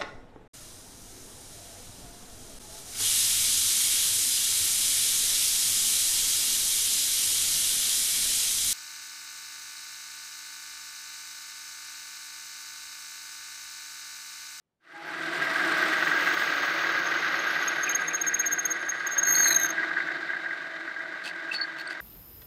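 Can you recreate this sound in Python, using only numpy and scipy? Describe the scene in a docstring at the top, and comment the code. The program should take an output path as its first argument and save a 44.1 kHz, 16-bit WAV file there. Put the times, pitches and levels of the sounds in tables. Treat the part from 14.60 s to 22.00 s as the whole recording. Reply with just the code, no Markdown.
"""Gears whine and rattle out of a fade-in: a geared lathe spins a brass part while a twist drill is fed in.
Random tooth blows ring the headstock and drone in the bed; the mesh rate sags under the load and recovers.
The cut rasps as filtered grains, then the drill chirps about once a turn and breaks into a squeal that
stutters out, a gliding tone with overtones. The slide groans early on, then scrapes and squeaks when drawn
back. Scattered reflections set it all in a small-sounding workshop, over a faint low room tone."""
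import sys
import numpy as np
from scipy import signal
from scipy.fft import irfft
from scipy.io import wavfile
from scipy.ndimage import uniform_filter1d

SR = 44100
rng = np.random.default_rng(int(sys.argv[2]) if len(sys.argv) > 2 else 0)


def to_wav(sig):
    """Store sig (one row per channel, or 1-D mono) as 16-bit WAV at the path in sys.argv[1].

    Samples outside -1..1 are clipped; the rate is SR.
    """
    pcm = np.clip(np.atleast_2d(sig), -1, 1) * 32767
    pcm = np.round(pcm).astype(np.int16)
    wavfile.write(sys.argv[1], SR, pcm.T)  # frames by channels


N = 326527
T = np.arange(N) / SR

# gear mesh rate, sagging as the drill bites: start_s, mesh_hz
MESH_RATE = [(0, 661.3), (.95, 652.5), (1.35, 632), (1.9, 582.2), (2.3, 553.7), (2.55, 531.5), (2.8, 553),
             (3.2, 518), (3.5, 483.2), (3.75, 476), (4.05, 483), (4.45, 520.8), (4.7, 597.6), (4.9, 640.4),
             (5.15, 654.2), (7.4, 654.9)]
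TEETH = 30  # tooth meshes per spindle turn
# running gears, before the trims of each layer: start_s, rattle_db, drone_db
GEAR_LEVELS = [(.7, -26, -37), (1.3, -25, -38), (1.8, -26.5, -43.5), (3, -27, -44.5), (3.9, -31, -46),
               (4.45, -31.5, -51.5), (4.82, -27, -40), (5.35, -30.5, -46), (5.7, -33, -48.5),
               (6.3, -35.5, -50.5), (7.4, -35.5, -51.5)]
# band in which tooth blows are strong: freq_hz, relative level_db
BLOW = [(150, -23), (900, -7.5), (1400, -5.5), (1650, -0.5), (2050, -4), (2500, -12), (16000, -24.5)]
# broad colour of the rattling headstock: freq_hz, relative level_db
CASE = [(30, -82), (300, -22), (550, -14.5), (1000, -18), (1400, -13), (2050, -6.5), (2400, -15),
        (3200, -22), (4300, -20), (5500, -28.5), (7300, -34.5), (10000, -47), (13500, -46.5), (16000, -58)]
# resonances of the headstock: centre_hz, width_hz, rise_db
CASE_RINGS = [(720, 98, 5.5), (929, 37, 6.5), (1152, 127, 6.5), (1244, 64, 7.5), (1503, 173, 12.5),
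              (1620, 70, 10), (1862, 76, -3.5), (1937, 140, 7.5), (3096, 98, 6), (3575, 120, 8),
              (3857, 125, 7)]
# drill chirps as a lip catches, faster as the squeal breaks up: peak_s, length_s at half height, level_db
CHIRPS = [(2.47, 0.012, -39), (2.797, 0.012, -40), (3.03, 0.01, -43.5), (3.084, 0.0095, -28),
          (3.239, 0.012, -26), (3.298, 0.011, -24.5), (3.315, 0.013, -32.5), (3.354, 0.0099, -21),
          (3.417, 0.012, -39.5), (3.487, 0.014, -29), (3.538, 0.0076, -30), (3.553, 0.014, -23.5),
          (3.619, .01, -26), (3.679, 0.018, -23), (3.746, 0.011, -23), (3.803, 0.019, -24),
          (3.871, 0.019, -25.5), (3.929, 0.02, -24.5), (3.994, 0.016, -25), (4.058, 0.011, -23.5),
          (4.115, 0.019, -28), (4.298, 0.014, -25.5), (4.473, 0.012, -31), (4.531, 0.035, -34.5),
          (4.590, 0.018, -22), (4.635, 0.0077, -23), (4.655, 0.014, -27), (4.966, 0.008, -18),
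          (4.984, 0.015, -28.5), (5.001, 0.0065, -29), (5.019, 0.019, -25), (5.037, 0.0071, -23),
          (5.048, 0.0068, -27), (5.062, .011, -25.5), (5.093, 0.01, -33), (5.107, 0.01, -27.5)]
# the held squeal: start and length (s)
SQUEAL_START_S, SQUEAL_S = 4.668, 0.294


def amp(db):
    """Decibels to gain."""
    return 10 ** (np.asarray(db) / 20)


def unit(x):
    """Scales to rms 1."""
    return x / np.sqrt(np.mean(abs(x) ** 2) + 1e-20)


def curves(rows):
    """Each column of a timed table at every sample."""
    s, *columns = np.transpose(rows)
    return [np.interp(T, s, c) for c in columns]


def wander(hz):
    """Smooth chance of rms 1 that moves up to about hz times a second."""
    f = np.fft.rfftfreq(2 ** 19, 1 / SR)[:8192]
    z = rng.standard_normal((8192, 2)) @ [1, 1j]
    # drawn at every 16th sample, then joined by straight lines
    slow = irfft(z * np.exp(-.5 * (f / hz) ** 2), 2 ** 15)
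    return unit(np.interp(np.arange(N), np.arange(2 ** 15) * 2 ** 4, slow))


def angle(hz):
    """Running phase of a frequency curve."""
    return 2 * np.pi * np.cumsum(hz) / SR


def colour(x, points, rings=()):
    """Passes x through a causal body with a broad spectrum and resonances; white noise keeps its level."""
    f = abs(np.fft.fftfreq(4096, 1 / SR))
    at, level = np.transpose(points)
    db = np.interp(np.log(f + 1), np.log(at), level)
    for hz, width, rise in rings:
        db = db + rise / (1 + (2 * (f - hz) / width) ** 2)
    # minimum phase: the ring starts at once
    ring = np.fft.ifft(np.exp(signal.hilbert(np.log(amp(db))).conj())).real
    return signal.oaconvolve(x, ring / np.linalg.norm(ring))[:N]


def grains(per_s, spread_db):
    """Random clicks of uneven size and either sign, scaled to rms 1."""
    sizes = amp(spread_db * np.clip(rng.standard_normal(N), -2, 2)) * rng.choice([-1, 1], N)
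    return unit(sizes * (rng.random(N) < per_s / SR))


def fuzzy(hz, width):
    """Noise in a steep resonance that follows the curve hz."""
    lowpass = signal.butter(N=3, Wn=width / 2, fs=SR, output="sos")
    slow = signal.sosfilt(lowpass, rng.standard_normal((N, 2)) @ [1, 1j])
    return unit((slow * np.exp(1j * angle(hz))).real)


def stroke(s, length, edge):
    """A gate with soft edges."""
    return (1 + np.tanh((T - s) / edge)) * (1 + np.tanh((s + length - T) / edge)) / 4


def hump(s, length):
    """A smooth rise and fall around s, of the given length at half height."""
    return 2 ** -np.minimum(abs(2 * (T - s) / length), 6) ** 2


def spindle():
    """Turns made by the spindle since the start, the summed mesh rate over the teeth."""
    return np.cumsum(curves(MESH_RATE)[0]) / SR / TEETH


def room_tone():
    """Faint low noise of the room around the machine."""
    return amp(-85.0) * colour(rng.standard_normal(N), [(30, -10), (160, 1), (15000, -34)])


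def workshop(x, wet_db=-19, t60_s=0.13):
    """A short tail of scattered reflections from the machine and the walls."""
    t = T[:SR // 2]
    decay = (t > .003) * amp(-60 * t / t60_s)
    taps = rng.choice([-1, 1], len(t)) * (rng.random(len(t)) < 2000 / SR) * decay
    return x + amp(wet_db) * signal.oaconvolve(x, taps / np.linalg.norm(taps))[:N]


def motor():
    """The motor hums at a fixed pitch with slight drift in level and phase."""
    # hum of the motor: freq_hz, level_db
    hum_tones = [(609.5, -63)]
    out = np.zeros(N)
    for hz, db in hum_tones:
        tone = unit(np.cos(2 * np.pi * hz * T + .5 * wander(2.2)))
        out += amp(db + 2 * wander(5.4)) * tone
    return out


def bed(clatter, mesh, drone_db=-2.0, half_db=-11):
    """Bed and guards resonate: they drone under clatter and noise, and boom at half the mesh rate."""
    # broad colour of bed and guards: freq_hz, relative level_db
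    bed_colour = [(25, -43), (60, -29.5), (100, -22), (150, -13.5), (215, -10), (300, -6.5), (420, -14.5),
                  (560, -23), (720, -7.5), (1000, -23), (2000, -27.5), (8000, -61)]
    # their resonances: centre_hz, width_hz, rise_db
    bed_rings = [(157.6, 44, 13.8), (342, 118, 19.5), (680, 180, 15.9)]
    level = curves(GEAR_LEVELS)[1]
    push = unit(0.76 * clatter + rng.standard_normal(N))
    drone = amp(level + drone_db) * colour(push, bed_colour, bed_rings)
    # the half-rate tone booms only while it crosses the bed's resonance
    half_tone = np.cos(mesh / 2 + 1.28 * wander(7.6))
    boom = unit(colour(half_tone, bed_colour, bed_rings))
    return drone + amp(level + half_db + 1.2 * wander(16)) * boom


def whine(mesh_hz, mesh):
    """The meshing teeth sing at multiples of the mesh rate."""
    # gear tones: multiple of the mesh rate, level_db relative to the drone column
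    gear_tones = [(.8, -20.5), (1, -8), (1.275, -17), (1.5, -14)]
    # standing waves by the machine swell and hide a gliding tone
    crest_hz, spacing_hz, depth_db = 647.5, 85.4, 4.5
    level, out = curves(GEAR_LEVELS)[1], np.zeros(N)
    for k, db in gear_tones:
        standing = depth_db * np.cos(2 * np.pi * (k * mesh_hz - crest_hz) / spacing_hz)
        swell = amp(level + db + standing + 2 * wander(8))
        out += swell * np.cos(k * mesh + 0.3 * wander(24))
    return out


def headstock(clatter, wash_db=-4.5, rattle_db=-7.0, surge_db=0.94):
    """Tooth blows and hissing bearings ring the headstock, surging unevenly with the half turns."""
    rattle = unit(colour(colour(clatter, BLOW), CASE, CASE_RINGS))
    bearings = unit(colour(grains(9000, 1.94), CASE, CASE_RINGS))
    turn = 2 * np.pi * spindle()
    surge = unit(amp(surge_db * (np.cos(turn) + np.cos(2 * turn) + wander(30))))
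    level = amp(curves(GEAR_LEVELS)[0]) * surge
    return level * (amp(rattle_db) * rattle + amp(wash_db) * bearings)


def gears(throb_db=1.0, flutter_db=2.5, tooth_db=2):
    """Teeth clatter in their backlash, hardest once a shaft turn, and drive headstock, bed and whine."""
    mesh_hz = curves(MESH_RATE)[0]
    mesh = angle(mesh_hz * (1 + .0015 * wander(10)))
    shaft = mesh / TEETH + .35 * wander(8)
    force_db = throb_db * np.cos(shaft) + flutter_db * wander(90) + tooth_db * np.cos(mesh)
    clatter = unit(amp(force_db)) * grains(1200, 3.9)
    return headstock(clatter) + bed(clatter, mesh) + whine(mesh_hz, mesh)


def knocks(trim_db=-0.5, attack_s=0.0034, length_s=0.0067):
    """Twice a turn a tooth crosses its gap and buzzes briefly against its mate; the headstock rings."""
    # hardest knocks, before the trim: centre_s, level_db
    hard_knocks = [(1.043, -25), (1.230, -22), (1.515, -20.5), (1.821, -25), (3.418, -27), (3.602, -30),
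                   (3.665, -28.5), (3.73, -25), (3.846, -26), (3.909, -27), (3.98, -27), (4.283, -30.5),
                   (4.323, -27), (4.446, -30), (4.708, -22), (4.803, -20.5), (4.858, -21.5), (4.908, -21),
                   (5.047, -22.5), (5.18, -22), (5.231, -23.5), (5.31, -24.5), (5.369, -22), (5.404, -22.5),
                   (5.485, -26.5), (5.505, -25.5), (5.627, -30), (5.689, -27.5), (5.735, -26), (5.764, -30),
                   (5.861, -25.5), (5.91, -26.5), (6.278, -30.5), (6.31, -32.5), (6.364, -29.5),
                   (6.407, -29.5), (6.540, -35), (7.0, -31), (7.017, -26.5), (7.045, -33.5)]
    # ordinary knocks: level over the rattle column, its spread, the drop of every second one
    over_db, spread_db, second_db = -4, 1.5, -1.5
    first_turn, scatter_s = 1, .004
    late, strength = np.clip(rng.standard_normal((320, 2)), -2, 2).T
    half_turn = np.arange(len(late))
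    times = np.interp(half_turn / 2 + first_turn, spindle(), T, right=np.inf) + scatter_s * late
    levels = np.interp(times, T, curves(GEAR_LEVELS)[0]) + over_db
    levels += spread_db * strength + second_db * (half_turn % 2)
    # a hard knock takes the place of the ordinary one
    ordinary = [(s, db) for s, db in zip(times, levels)
                if all(abs(s - hard) > .012 for hard, _ in hard_knocks)]
    body = colour(colour(colour(np.ones(1), BLOW), BLOW), CASE, CASE_RINGS)[:4096]
    out, t = np.zeros(N), T[:1400] - T[700]
    for s, db in hard_knocks + ordinary:
        envelope = np.exp(-(t / np.where(t < 0, attack_s, length_s)) ** 2)
        buzz = rng.standard_normal(len(t)) * envelope
        if t[-1] < s < T[-1]:
            ring = signal.fftconvolve(buzz, body)
            # scaled so that the loudest 5 ms has rms 1
            ring = ring / np.sqrt(uniform_filter1d(ring ** 2, size=220).max())
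            part = out[round((s + t[0]) * SR):][:len(ring)]
            part += amp(db + trim_db) * ring[:len(part)]
    return out


def slide(jitter=0.0044, rough=0.22):
    """Steel drags on steel as coloured grains and now and then sticks and squeaks roughly."""
    # strokes of the slide: start_s, length_s, level_db
    scrapes = [(6.643, 0.053, -36), (6.926, 0.036, -36.5), (7.18, 0.04, -47.5), (7.298, 0.04, -46)]
    # colour of sliding steel: freq_hz, relative level_db
    slide_colour = [(30, -35), (200, 4), (850, 4), (1500, -12), (2600, 13.5), (3400, 10.5), (4450, 14),
                    (5500, 2.5), (8000, 0.5), (16000, -18)]
    # resonances of the slide: centre_hz, width_hz, rise_db
    slide_rings = [(846, 102, 12), (2625, 246, 9), (4527, 174, 7.5)]
    # squeaks and groans: start_s, length_s, pitch_hz, level_db
    squeaks = [(0.335, 0.094, 824, -31.5), (0.425, 0.099, 846, -39), (6.915, 0.0084, 2660, -27),
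               (6.945, 0.028, 4450, -32), (6.975, 0.023, 4450, -39), (7.013, 0.0096, 4430, -24.5),
               (7.027, 0.017, 4430, -33), (7.189, 0.029, 4380, -46), (7.274, 0.0039, 4465, -36),
               (7.275, 0.0047, 8400, -45), (7.186, 0.03, 13850, -64), (7.3, 0.013, 4870, -49)]
    pressure = sum(amp(db) * stroke(s, length, 0.0095) for s, length, db in scrapes)
    rub = pressure * amp(2 * wander(89.6)) * grains(2000, 3.3)
    out = colour(rub, slide_colour, slide_rings)
    for s, length, hz, db in squeaks:
        phase = angle(hz * (1 + jitter * wander(106.9))) + rough * wander(hz / 10)
        grip = amp(db + 2.5 * np.minimum(wander(140), 1)) * stroke(s, length, 0.0025)
        out += grip * np.sqrt(2) * np.cos(phase)
    return out


def chips(count=24, per_s=110, low_hz=3530, high_hz=4560, level_db=-58.5):
    """Larger chips snap off and tick against the steel, each with a short ring at one of count pitches."""
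    start_s, length_s = 2.97, 2.82
    t, out = T[:1500], np.zeros(N)
    for hz in np.geomspace(low_hz, high_hz, count):
        decay = amp(-60 * t / .012) * (1 - np.exp(-t / .0005))
        ring = np.sin(2 * np.pi * hz * t) * decay
        out += signal.oaconvolve(grains(per_s / count, 4.5), ring)[:N]
    return amp(level_db) * unit(out) * stroke(start_s, length_s, 0.033)


def crunch(lead_s=0.035, length_s=0.022, first_db=-38.5, fall_db_per_s=1):
    """Chips packed in the hole are crushed just before the lip catches, for the chirps within a span."""
    # colour of the crunch: freq_hz, relative level_db
    crunch_colour = [(100, -68), (1700, -20), (2370, 8), (2750, -5), (3500, -28), (8000, -53)]
    from_s, until_s = 3.27, 3.92
    squeeze = sum(hump(s - lead_s, length_s) for s, _, _ in CHIRPS if from_s < s < until_s)
    level = amp(first_db - fall_db_per_s * (T - from_s))
    return colour(np.minimum(squeeze, 1) * level * grains(700, 3), crunch_colour)


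def cut(pulse_db=0.0, swarf_flicker_db=2.5, mouth_width=1900, flute_width=1500, rim_hz=7700):
    """Brass breaks into tiny chips at the lips and hisses over the rim, up the flutes and out of the mouth."""
    # how hard the lips cut: start_s, rasp_db
    cut_levels = [(.4, -32.5), (.9, -33.5), (1.9, -32.5), (2.5, -34.5), (3.0, -34.5), (3.35, -41),
                  (3.6, -80), (4.1, -69), (4.5, -50), (5, -84)]
    # colour of the rasp: freq_hz, relative level_db
    rasp_colour = [(50, -42.5), (160, -8), (220, -13), (300, 0), (1000, 0.5), (1220, 13), (1500, 8.5),
                   (1780, 0.5), (2350, 5), (3000, 0.5), (4400, -3), (6200, -11), (7500, -45), (9700, -60),
                   (16000, -53)]
    # swarf bands, shifting as the hole deepens: start_s, mouth_hz, mouth_db, flute_hz, flute_db, rim_db
    swarf_bands = [(.5, 13500, -61, 10640, -59.5, -52.5), (1.05, 13800, -58, 10600, -61, -52),
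                   (1.8, 14600, -54.5, 11500, -60.5, -56), (2.4, 14800, -63, 11800, -63, -74),
                   (2.95, 14600, -71, 11650, -56, -88), (3.45, 14600, -79, 10550, -62.5, -87),
                   (4.5, 14600, -76, 10000, -70, -83), (5.2, 14500, -100, 10000, -87, -75)]
    feed = amp(1.44 * wander(56))
    rasp = colour(grains(5000, 2.4) * feed * amp(curves(cut_levels)[0]), rasp_colour)
    mouth_hz, mouth_db, flute_hz, flute_db, rim_db = curves(swarf_bands)
    bands = [
        (mouth_hz + 250 * wander(15), mouth_width, mouth_db),
        (flute_hz + 260 * wander(24.1), flute_width, flute_db),
        (np.full(N, rim_hz), 2400, rim_db),
    ]
    swarf = np.zeros(N)
    for hz, width, db in bands:
        flicker = unit(amp(swarf_flicker_db * wander(50)))
        swarf += fuzzy(hz, width) * amp(db) * flicker
    return rasp + feed * amp(pulse_db * np.cos(2 * np.pi * spindle())) * swarf


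def chirps():
    """Swing of the drill each time a lip catches abruptly and lets go."""
    swing = np.zeros(N)
    for s, length, db in CHIRPS:
        near = slice(round((s - .05) * SR), round((s + .05) * SR))
        steepness = np.where(T[near] < s, 3, 2)
        swing[near] += amp(db) * 2 ** -(abs(2 * (T[near] - s) / length) ** steepness)
    return swing


def scratch(swing, slip, locked, grit_db=-19, held_grit_db=-16):
    """The lip scratches as it swings, less once the squeal has locked."""
    # colour of the scratch under the drill's tone: freq_hz, relative level_db
    scratch_colour = [(5300, -36), (6200, 1), (6950, 9), (7400, -11), (8200, -22), (9300, -2.5),
                      (11000, -19.5), (13000, 4), (14000, -26)]
    bite = amp(grit_db + held_grit_db * locked) * swing * np.sqrt(slip)
    bite = bite * unit(amp(1.1 * wander(200)))
    return colour(bite * grains(3500, 2.8), scratch_colour)


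def chatter(hz, twist, locked, sum_db=-16, difference_db=-12, third_db=-15, jitter_hz=130, trim_db=-1.0):
    """A second, ragged mode of the drill grips and lets go in shreds; the shared contact mixes it with twist."""
    # bursts of the second mode, before the trim: start_s, length_s, level_db, start_hz, glide_hz_per_s
    chatter_bursts = [(3.274, 0.011, -28.5, 2400, 0), (3.325, 0.017, -37, 2920, 3997),
                      (4.649, 0.066, -46, 4180, 4000), (4.749, 0.0073, -24, 4300, 9005),
                      (4.765, 0.083, -40.5, 4450, -400), (4.844, 0.0071, -25, 4150, 5000),
                      (4.857, 0.06, -34, 4320, -3500), (4.921, 0.011, -26, 4090, -2),
                      (4.946, 0.0072, -29, 3950, -8000), (4.969, 0.093, -44, 3935, -3000)]
    shreds = amp(trim_db + 4.5 * np.clip(wander(160), -3, 1.1))
    # higher modes, shaken by the contact
    upper = amp(third_db) * fuzzy(hz * 1.342, 210)
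    upper += amp(-32) * fuzzy(hz * 2.344, 400) + amp(-33) * fuzzy(hz * 2.2, 1800)
    jitter, out = jitter_hz * wander(303), np.zeros(N)
    for s, length, db, start_hz, glide in chatter_bursts:
        burst = amp(db) * stroke(s, length, 0.002) * shreds
        bend = angle(start_hz + glide * np.clip(T - s, 0, length) + jitter)
        # sum and difference tones of the two modes
        mixed = amp(sum_db) * np.cos(twist + bend) + amp(difference_db) * np.cos(twist - bend)
        out += np.sqrt(2) * burst * (np.cos(bend) + locked * (mixed + upper))
    return out


def drill(jitter_hz=11, flutter_db=2.87, octave_db=-12, chirp_octave_db=-7.0, slip_s=0.00634, slip_sag_hz=90):
    """The drill twists in stick-slip: chirps as a lip bites, then a held squeal that wakes further modes."""
    # the drill's pitch: start_s, pitch_hz
    drill_pitch = [(3.3, 6470), (3.7, 6520), (4.1, 6484), (4.62, 6497), (4.87, 6466), (4.93, 6450),
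                   (5.1, 6410)]
    # moments at which the held squeal loses its grip and stutters: centre_s, depth 0-1
    grip_losses = [(4.699, 0.38), (4.75, 0.65), (4.888, 0.3), (4.9, 0.9), (4.939, 0.97)]
    # loudest at the crest, sagging on both sides in dB per s squared
    squeal_db, crest_s, sag_db, edge_s = -22.5, 4.83, 137, 0.0057
    # faint ringing while it bores, and how long the stick-slip stays locked once the squeal has begun
    ring_start_s, ring_s, ring_db, locked_s = 1.31, 3.12, -55, 0.44
    lost = np.minimum(sum(depth * hump(s, slip_s) for s, depth in grip_losses), 1)
    held = amp(squeal_db - sag_db * (T - crest_s) ** 2)
    held = held * stroke(SQUEAL_START_S, SQUEAL_S, edge_s) * (1 - lost)
    ringing = amp(ring_db + 8.3 * np.minimum(wander(110), 1)) * stroke(ring_start_s, ring_s, 0.14)
    swing = (held + chirps()) * amp(flutter_db * np.minimum(wander(55), 1)) + ringing
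    # only a wide swing slips fully and makes overtones, most of all once it is held
    slip = np.tanh(swing / amp(-30))
    locked = stroke(SQUEAL_START_S, locked_s, .02)
    unsteady_hz = jitter_hz + 35 * (1 - slip) + 15 * (1 - locked)
    hz = curves(drill_pitch)[0] + unsteady_hz * wander(76.8) - slip_sag_hz * lost
    twist = angle(hz)
    octave_level_db = octave_db + chirp_octave_db * (1 - locked) + 5.0 * np.clip(wander(43), -2, 1.3)
    octave = amp(octave_level_db) * np.sqrt(slip)
    octave_phase = 2 * twist + (0.26 + .15 * (1 - locked)) * wander(234)
    squeal = np.sqrt(2) * swing * (np.cos(twist) + octave * np.cos(octave_phase))
    return squeal + scratch(swing, slip, locked) + chatter(hz, twist, locked)


def scene():
    """The lathe fades in, in its workshop, over the room tone."""
    fade_start_s, fade_s, steepness = 0.19, 0.99, 1.655
    fade = np.sin(np.pi / 2 * np.clip((T - fade_start_s) / fade_s, 0, 1)) ** steepness
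    machine = motor() + gears() + knocks() + slide()
    drilling = chips() + crunch() + cut() + drill()
    return (workshop((machine + drilling) * fade) + room_tone())[None]


def record(dry, edge_hz=15750):
    """The recorder's band limit: a steep low-pass after the microphone."""
    lowpass = signal.firwin(511, edge_hz, window=("kaiser", 9), fs=SR)
    return signal.oaconvolve(dry, lowpass[None], "same")


dry = scene()
out = record(dry)
to_wav(out)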